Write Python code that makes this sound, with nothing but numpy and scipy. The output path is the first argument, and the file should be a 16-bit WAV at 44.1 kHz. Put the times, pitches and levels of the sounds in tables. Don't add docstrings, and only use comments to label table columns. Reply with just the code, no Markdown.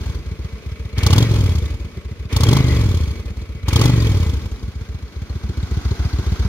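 import sys
import numpy as np
from scipy import signal
from scipy.fft import rfft, irfft, next_fast_len
from scipy.io import wavfile
from scipy.ndimage import uniform_filter1d, map_coordinates

SR = 44100
rng = np.random.default_rng(int(sys.argv[2]) if len(sys.argv) > 2 else 0)


def elevation(decibels):
    levels = np.asarray(decibels, float)
    return 10 ** (levels / 20)


def store_pcm(level_fs):
    pcm = np.round(np.clip(level_fs, -1, 1) * 32767).astype(np.int16)
    wavfile.write(sys.argv[1], SR, np.atleast_2d(pcm).T)


N = 285752
TIME_S = np.arange(N) / SR


def unit(x):
    return x / np.sqrt(np.mean(x ** 2) + 1e-20)


def along(points, hz):
    f, v = np.transpose(points)
    return np.interp(np.log(hz + 1), np.log(f + 1), v)


def curves(rows, x):
    knots, *cols = np.transpose(rows)
    return [np.interp(x, knots, c) for c in cols]


def wobble(rate_hz):
    knots = rng.standard_normal(int(N * rate_hz / SR) + 4)
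    return map_coordinates(knots, [np.arange(N) * rate_hz / SR])


def filtered(x, response):
    m = next_fast_len(N + 8192)
    return irfft(rfft(x, m) * response(np.fft.rfftfreq(m, 1 / SR)), m)[..., :N]


def hiss(spectrum, modes=()):
    def response(f):
        boost = 1 + sum(elevation(db) / (1 + ((f - hz) / (w / 2)) ** 2) for hz, w, db in modes)
        return elevation(along(spectrum, f)) * boost
    return unit(filtered(rng.standard_normal((2, N)), response))


def scatter(s, rows):
    at = np.round(s * SR).astype(int)[:, None] + np.arange(rows.shape[1])
    return np.bincount(at.ravel(), rows.ravel(), N + rows.shape[1])[:N]


def puffs(s, size_db, delay_s, rise_s, decay_s, steady):
    t = np.arange(SR // 10) / SR
    puff = (1 - np.exp(-t / rise_s)) * np.exp(-t / decay_s)
    gate = steady + scatter(s + delay_s, elevation(size_db)[:, None] * puff)
    power = uniform_filter1d(uniform_filter1d(gate ** 2, SR // 9), SR // 9)
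    return gate / np.sqrt(np.abs(power))


def rung(s, modes, scatter_db, detune, rise_s):
    t, rows = np.arange(SR // 12) / SR, 0
    for hz, db, t60 in modes:
        tune, strength = rng.standard_normal((len(s), 2)).T[:, :, None]
        decay = elevation(db + scatter_db * strength - 60 * t / t60)
        rows = rows + decay * np.sin(2 * np.pi * hz * (1 + detune * tune) * t)
    return rows * (1 - np.exp(-t / rise_s))


# time_s,
# rate_cycles_per_s (four-stroke)
IDLE = [(0.0, 11.359), (0.108, 11.802), (0.227, 7.89), (0.561, 7.219), (0.642, 7.515), (2.039, 6.916),
        (2.099, 6.498), (2.159, 7.253), (3.304, 6.997), (3.409, 7.741), (3.489, 6.942), (3.742, 7.378),
        (4.609, 7.442), (5.571, 7.257), (5.918, 7.017), (6.358, 7.749), (6.48, 7.552)]
BLIP_SHAPE = [(-1.0, 0.0), (-0.715, 0.269), (-0.451, 0.431), (0.0, 1.0), (0.197, 0.869), (0.349, 0.603),
              (0.439, 0.462), (0.705, 0.119), (1.0, 0.0)]
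# top_s, gain_cycles_per_s, climb_s, fall_s
BLIPS = [
    (1.205, 16.057, 0.27, 0.855),
    (2.542, 19.643, 0.255, 0.982),
    (3.845, 17.715, 0.201, 0.911),
]


def speed(t):
    rate = curves(IDLE, t)[0]
    for top, gain, climb, fall in BLIPS:
        rate = rate + gain * curves(BLIP_SHAPE, (t - top) / np.where(t < top, climb, fall))[0]
    return rate


# start_s, gulp_db, length_s
GULPS = [
    (0.958, -35, 0.27),
    (2.292, -38, 0.29),
    (3.657, -36.5, 0.23),
]


def throttle(t):
    return sum(np.clip((t - start) / 0.034, 0, 1) * np.clip((start + length + 0.044 - t) / 0.08, 0, 1)
               for start, _, length in GULPS)


def law(shut, wide, t):
    rate, load = speed(t), throttle(t)
    return (1 - load) * np.array(curves(shut, rate)) + load * np.array(curves(wide, rate))


# time_s, way_round_to_pipes (0-1), pipes_near_db, cases_near_db
WALK = [(0, 0.3, 0, -0.5), (.8, 0, 1, 1), (2.1, .05, -1, -1), (3.4, 0.01, -0.5, 0), (4.2, 0.01, 0, 0.5),
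        (4.6, 0.34, 1.5, -1.5), (5.1, 0.38, 0, -2.5), (5.6, 0.66, 6, 2.5), (5.85, 0.9, 9, 5.5),
        (6.48, 0.72, 9, 6.5)]


def walk(t):
    return curves(WALK, t)


# time_s, loss_db (negative = weaker)
MISFIRES = [(.194, -7), (.59, -31), (.931, 0.5), (1.249, -3.5), (1.267, -8.5), (1.915, -16), (2.625, -11),
            (3.151, -9), (3.631, 2), (3.917, -1), (4.422, -8), (4.563, -29), (5.082, -26)]
A_FRONT_FIRING_S, REAR_TURN_CYCLES = 6.1305, .42


def firings():
    cycles = np.cumsum(speed(TIME_S)) / SR
    cycles -= cycles[round(A_FRONT_FIRING_S * SR)]
    whole = np.arange(np.floor(cycles[0]), cycles[-1])
    due = np.sort(np.r_[whole, whole + REAR_TURN_CYCLES])
    due = due[(due > cycles[0]) & (due < cycles[-1])]
    s = np.interp(due, cycles, TIME_S)
    loss_db = sum(db * (abs(s - when) < .015) for when, db in MISFIRES)
    return s, (due % 1 > .1).astype(int), loss_db


# thump_db, rear_over_front_db, pitch_ratio
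STUMBLE = (-4, 5, .24)
STUMBLE_S = .09


def stumble(s):
    near = sum(np.clip(1 - abs(s - start - length - .03) / STUMBLE_S, 0, 1) for start, _, length in GULPS)
    return np.outer(STUMBLE, near * (1 - throttle(s)))


def pipe_rings(s, rear, pipes, stretch):
    hz, turns, settle, rise, decay, lag = np.array(pipes)[rear].T[:, :, None]
    t = np.arange(SR // 8) / SR * stretch[:, None]
    swing = -np.sin(2 * np.pi * (hz * t + turns * (1 - np.exp(-t / settle))))
    ring = swing * (1 - np.exp(-t / rise)) * np.exp(-t / decay)
    return np.abs(s + lag[:, 0]), ring / np.abs(ring).max(axis=1, keepdims=True)


# rate_cycles_per_s, thump_db, rear_over_front_db, pitch_ratio
PUSH_SHUT = [(7.4, -21, 2, 1.0), (8.5, -20, 1.5, .88), (11, -17, 0, .86), (14, -13, -1, .89),
             (17, -10, 1, .94), (20, -9.5, 3.5, 1.02), (23, -10, 4, 1.06), (26, -10.5, 4, 1.09)]
PUSH_OPEN = [(8, -10.5, 2, 1.03), (11, -9, 3, 1.05), (16, -8.5, 4.5, 1.12), (22, -10, 6, 1.25),
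             (26, -10, 7.5, 1.38)]
# ring_hz, extra_turns, settle_s, rise_s, decay_s, lag_s
COOL_PIPES = [
    (57, .55, .0093, .01, .019, .0011),
    (35, 1.5, .015, .015, .008, -.0003),
]
HOT_PIPES = [
    (80, .83, .0015, .015, .0115, -.0032),
    (88, .1, .001, .015, .006, -.0014),
]
# mode_hz, level_db, t60_s
KNOCKS = [(183.5, -14, 0.083), (210, -17.5, 0.088), (355, -9, 0.036), (435, -25, 0.053)]
BARK = [(270, -5, .03), (190, -10, .025), (420, -12, .02)]
BARK_SHUT_DB, BARK_DB_PER_CYCLE = -4.5, 1.2


def thumps(s, rear, loss_db):
    push_db, rear_db, pitch = law(PUSH_SHUT, PUSH_OPEN, s) + stumble(s)
    heat = np.clip((speed(s) - 8.5) / 6, 0, 1)
    luck_db = .5 * rng.standard_normal(len(s))
    size = elevation(push_db + walk(s)[1] + rear * rear_db + loss_db + 1.5 + luck_db)
    knocks = rung(s, KNOCKS, scatter_db=3.5, detune=0.082, rise_s=0.0045)
    out = scatter(s + 0.004, (size * elevation(-5 * heat))[:, None] * knocks)
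    bark = elevation(BARK_SHUT_DB * (0.5 - throttle(s)) + BARK_DB_PER_CYCLE * (speed(s) - 28))
    headers = rung(s, BARK, scatter_db=2.5, detune=0.031, rise_s=0.001)
    out = out + scatter(s + 0.0011, (size * bark)[:, None] * headers)
    for pipes, share in (COOL_PIPES, 1 - heat), (HOT_PIPES, heat):
        start, rings = pipe_rings(s, rear, pipes, pitch)
        out = out + scatter(start, (size * share)[:, None] * rings)
    return out


# rate_cycles_per_s, spit_db, rattle_db
NOISE_SHUT = [(7.23, -58.5, -44), (9, -53, -44), (11.66, -48, -39.5), (16, -40.5, -36.5),
              (20.2, -38.5, -34), (24.9, -37.5, -29.5)]
NOISE_OPEN = [(7.85, -35, -32), (10.95, -31.5, -36), (16.7, -24.5, -30), (19.7, -27.5, -29.5),
              (25.7, -28.5, -27)]
# rate_cycles_per_s, rasp_db
RASP_SHUT = [(7.4, -41), (9, -36), (11, -32), (15, -33), (20, -30), (26, -23)]
RASP_OPEN = [(8, -32), (11, -28), (16, -24), (20, -21), (26, -17)]


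def noise_db(t):
    _, pipes_db, cases_db = walk(t)
    spit_db, rattle_db = law(NOISE_SHUT, NOISE_OPEN, t)
    rasp_db = law(RASP_SHUT, RASP_OPEN, t)[0]
    return spit_db + pipes_db, rasp_db + pipes_db, rattle_db + cases_db


# freq_hz, density_db
SPIT = [(350, -20), (600, 6), (698, -54), (811, 7), (1110, 4), (1730, -13.5), (2210, -38), (2790, -6),
        (3340, -1), (3880, -2), (4510, 0), (6450, -3), (7600, -10.5), (12000, -11), (16000, -17)]
RASP = [(65, -6), (110, -2), (151, -11.5), (215, -4), (270, -8), (383, -11), (482, -20.5), (580, -29.5),
        (900, -31), (1170, -106), (1980, -120)]
# mode_hz, width_hz, boost_db
TAILPIPE = [(1090, 450, -30), (3280, 580, -1), (4380, 100, -4), (6730, 140, 2)]
# mode_hz, level_db, t60_s
PINGS = [(863, -5.5, 0.02), (1076, -1, 0.017), (3240, 2.5, 0.021), (4280, -35, 0.02), (4380, -34, 0.0058),
         (5280, -8, 0.018), (6330, -17, 0.025)]


def gas(s, rear, loss_db):
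    spit_db, rasp_db, _ = noise_db(TIME_S)
    luck = rng.standard_normal((len(s), 2))
    load = throttle(s)
    blast_db = loss_db + 9 * load + 7 * rear * load + 2.5 * luck[:, 0]
    spit = puffs(s, blast_db, delay_s=.0005, rise_s=.006, decay_s=.0038, steady=.075)
    flow_db = loss_db + 3 * load + 1.7 * luck[:, 1]
    rasp = puffs(s, flow_db, delay_s=0, rise_s=0.0025, decay_s=0.0042, steady=0.25)
    ping_db = noise_db(s)[0] + loss_db + 6 * rear + 10 + 1.5 * load
    rings = rung(s, PINGS, scatter_db=3, detune=.05, rise_s=.002)
    pings = scatter(s + .003, elevation(ping_db)[:, None] * rings)
    bursts = elevation(spit_db + 2.5) * spit * hiss(SPIT, TAILPIPE)
    return bursts + elevation(rasp_db - 2) * rasp * hiss(RASP) + pings * [[1], [.4]]


GEAR_TEETH = 82


def gear_whine():
    mesh_hz = GEAR_TEETH * speed(TIME_S) + 65 * wobble(150)
    mesh = np.sin(2 * np.pi * np.cumsum(mesh_hz) / SR)
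    cover = lambda f: 1 / (1 + ((f - 2030) / 110) ** 2) + 0.034
    return filtered(elevation(-34 + 2.5 * wobble(50)) * mesh, cover)


# freq_hz, density_db
CASE = [(260, -34), (450, 4.5), (515, -10), (563, -4), (748, -22), (1120, -10), (1620, -14.5), (2320, -14),
        (2700, -14.5), (3480, -17), (6420, -24.5), (7450, -33), (12600, -32.5), (14200, -37.5),
        (16000, -51)]
REAR_SIDE = [(400, -73), (680, 0), (756, -3), (1600, 0), (1780, -13), (2060, -8), (2610, -9), (4040, -7.5),
             (6500, -12), (7620, -26), (12400, -26), (16000, -39)]
# mode_hz, width_hz, boost_db
FINS = [(2259, 26.5, 13), (2044, 20, 8.5), (1100, 6.7, 3), (2503, 36, 4.5)]
# mode_hz, level_db, t60_s
TAPPETS = [(4250, 4.5, 0.021), (4130, -6, 0.018), (5130, -11, 0.012), (6490, 7.5, 0.0085)]


def valve_gear(s):
    seat_s = np.r_[s - .002, (s[1:] + s[:-1]) / 2]
    luck_db = 3 * rng.standard_normal(len(seat_s))
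    beat = puffs(seat_s, luck_db, delay_s=0, rise_s=.004, decay_s=.01, steady=.8)
    way = np.clip(walk(TIME_S)[0], 0, 1)
    pipe_end = hiss(REAR_SIDE, [(1950, 190, 1.4), (14000, 810, 1.5)])
    cases = np.sqrt(1 - way) * hiss(CASE, FINS) + np.sqrt(way) * pipe_end
    at_firing = np.arange(len(seat_s)) < len(s)
    tap_db = noise_db(seat_s)[2] - 4 + 7 * walk(seat_s)[0] + 7 * at_firing
    rings = rung(seat_s, TAPPETS, scatter_db=3.5, detune=.08, rise_s=.002)
    taps = scatter(np.abs(seat_s), elevation(tap_db)[:, None] * rings)
    rattle = elevation(noise_db(TIME_S)[2] + 0.89 * wobble(40)) * beat * cases
    return rattle + (gear_whine() + taps) * [[1], [.6]]


# freq_hz, density_db
INTAKE = [(100, 6.5), (300, 0), (1000, -1), (2200, 4), (3500, -1), (8000, -63), (16000, -46)]


def intake(s):
    mouth = 0
    for start, db, length in GULPS:
        opening = np.clip((TIME_S - start) / 0.012, 0, 1)
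        closing = np.clip((start + length - TIME_S) / 0.07, 0, 1)
        mouth = mouth + elevation(db) * opening * closing
    strokes = (s[1:] + s[:-1]) / 2
    luck_db = 1.2 * rng.standard_normal(len(strokes))
    suck = puffs(strokes, luck_db, delay_s=0, rise_s=.003, decay_s=.014, steady=.35)
    return mouth * suck * elevation(1.8 * wobble(60)) * hiss(INTAKE, [(2280, 150, 1)])


# time_s, peak_db
TICKS = [
    (1.462, -39),
    (3.011, -47),
    (4.3324, -42),
]


def throttle_ticks():
    s, db = np.transpose(TICKS)
    t = np.arange(SR // 50) / SR
    metal = hiss([(600, -30), (1500, 17), (4000, 2), (16000, -22)])
    return scatter(s, elevation(db[:, None] - 60 * t / 0.011)) * metal


def paving_echo(thump):
    t = np.arange(SR // 5) / SR
    tail = rng.standard_normal((2, SR // 5)) * elevation(-60 * t / .3)
    return elevation(-21) * signal.fftconvolve(thump[None], tail / np.linalg.norm(tail[0]), axes=1)[:, :N]


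# freq_hz, density_db
RUMBLE = [(25, -36), (50, 0), (90, 15), (200, 0.5), (500, -25), (900, -87)]


def yard_rumble():
    return elevation(-44 + 3.5 * wobble(5)) * hiss(RUMBLE)


# freq_hz, phase_between_ports_rad
LEAD = [(30, 0.054), (100, 0.24), (500, 0.52), (1100, 1.04), (2200, 0.39), (3400, 4.6), (7000, 2.7),
        (16000, 14.5)]
# freq_hz, left_right_likeness
ALIKE = [(100, 0.8), (500, 0.98), (1000, 0.8), (2000, 0.46), (4000, 0.17), (16000, 0.25)]
# freq_hz, left_over_right_db
TILT = [(60, 0), (180, .5), (550, .8), (1650, 0), (4970, -.9), (15000, .2)]


def ports(pair):
    turn = lambda f: np.arccos(np.clip(along(ALIKE, f), -1, 1)) / 2
    direct, spread = filtered(pair, lambda f: np.array([np.cos(turn(f)), np.sin(turn(f))]))
    half = lambda f: np.exp(.5j * along(LEAD, f)) * elevation(along(TILT, f) / 2)
    sides = np.array([direct + spread, direct - spread])
    return filtered(sides, lambda f: np.array([half(f), 1 / half(f)]))


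def scene():
    s, rear, loss_db = firings()
    thump = thumps(s, rear, loss_db)
    engine = thump * [[1], [0]] + gas(s, rear, loss_db) + valve_gear(s) + intake(s) + throttle_ticks()
    return ports(engine + paving_echo(thump) + yard_rumble())


def top_cut(x):
    return signal.sosfilt(signal.butter(12, 16100, fs=SR, output="sos"), x)


def record(dry):
    cut = filtered(dry, lambda f: 1 / (1 + (33 / (f + 1)) ** 6))
    soft = cut / (1 + np.abs(cut / .97) ** 6) ** (1 / 6)
    mix = filtered(soft, lambda f: f < 15900)
    return top_cut(mix)


dry = scene()
out = record(dry)
store_pcm(out)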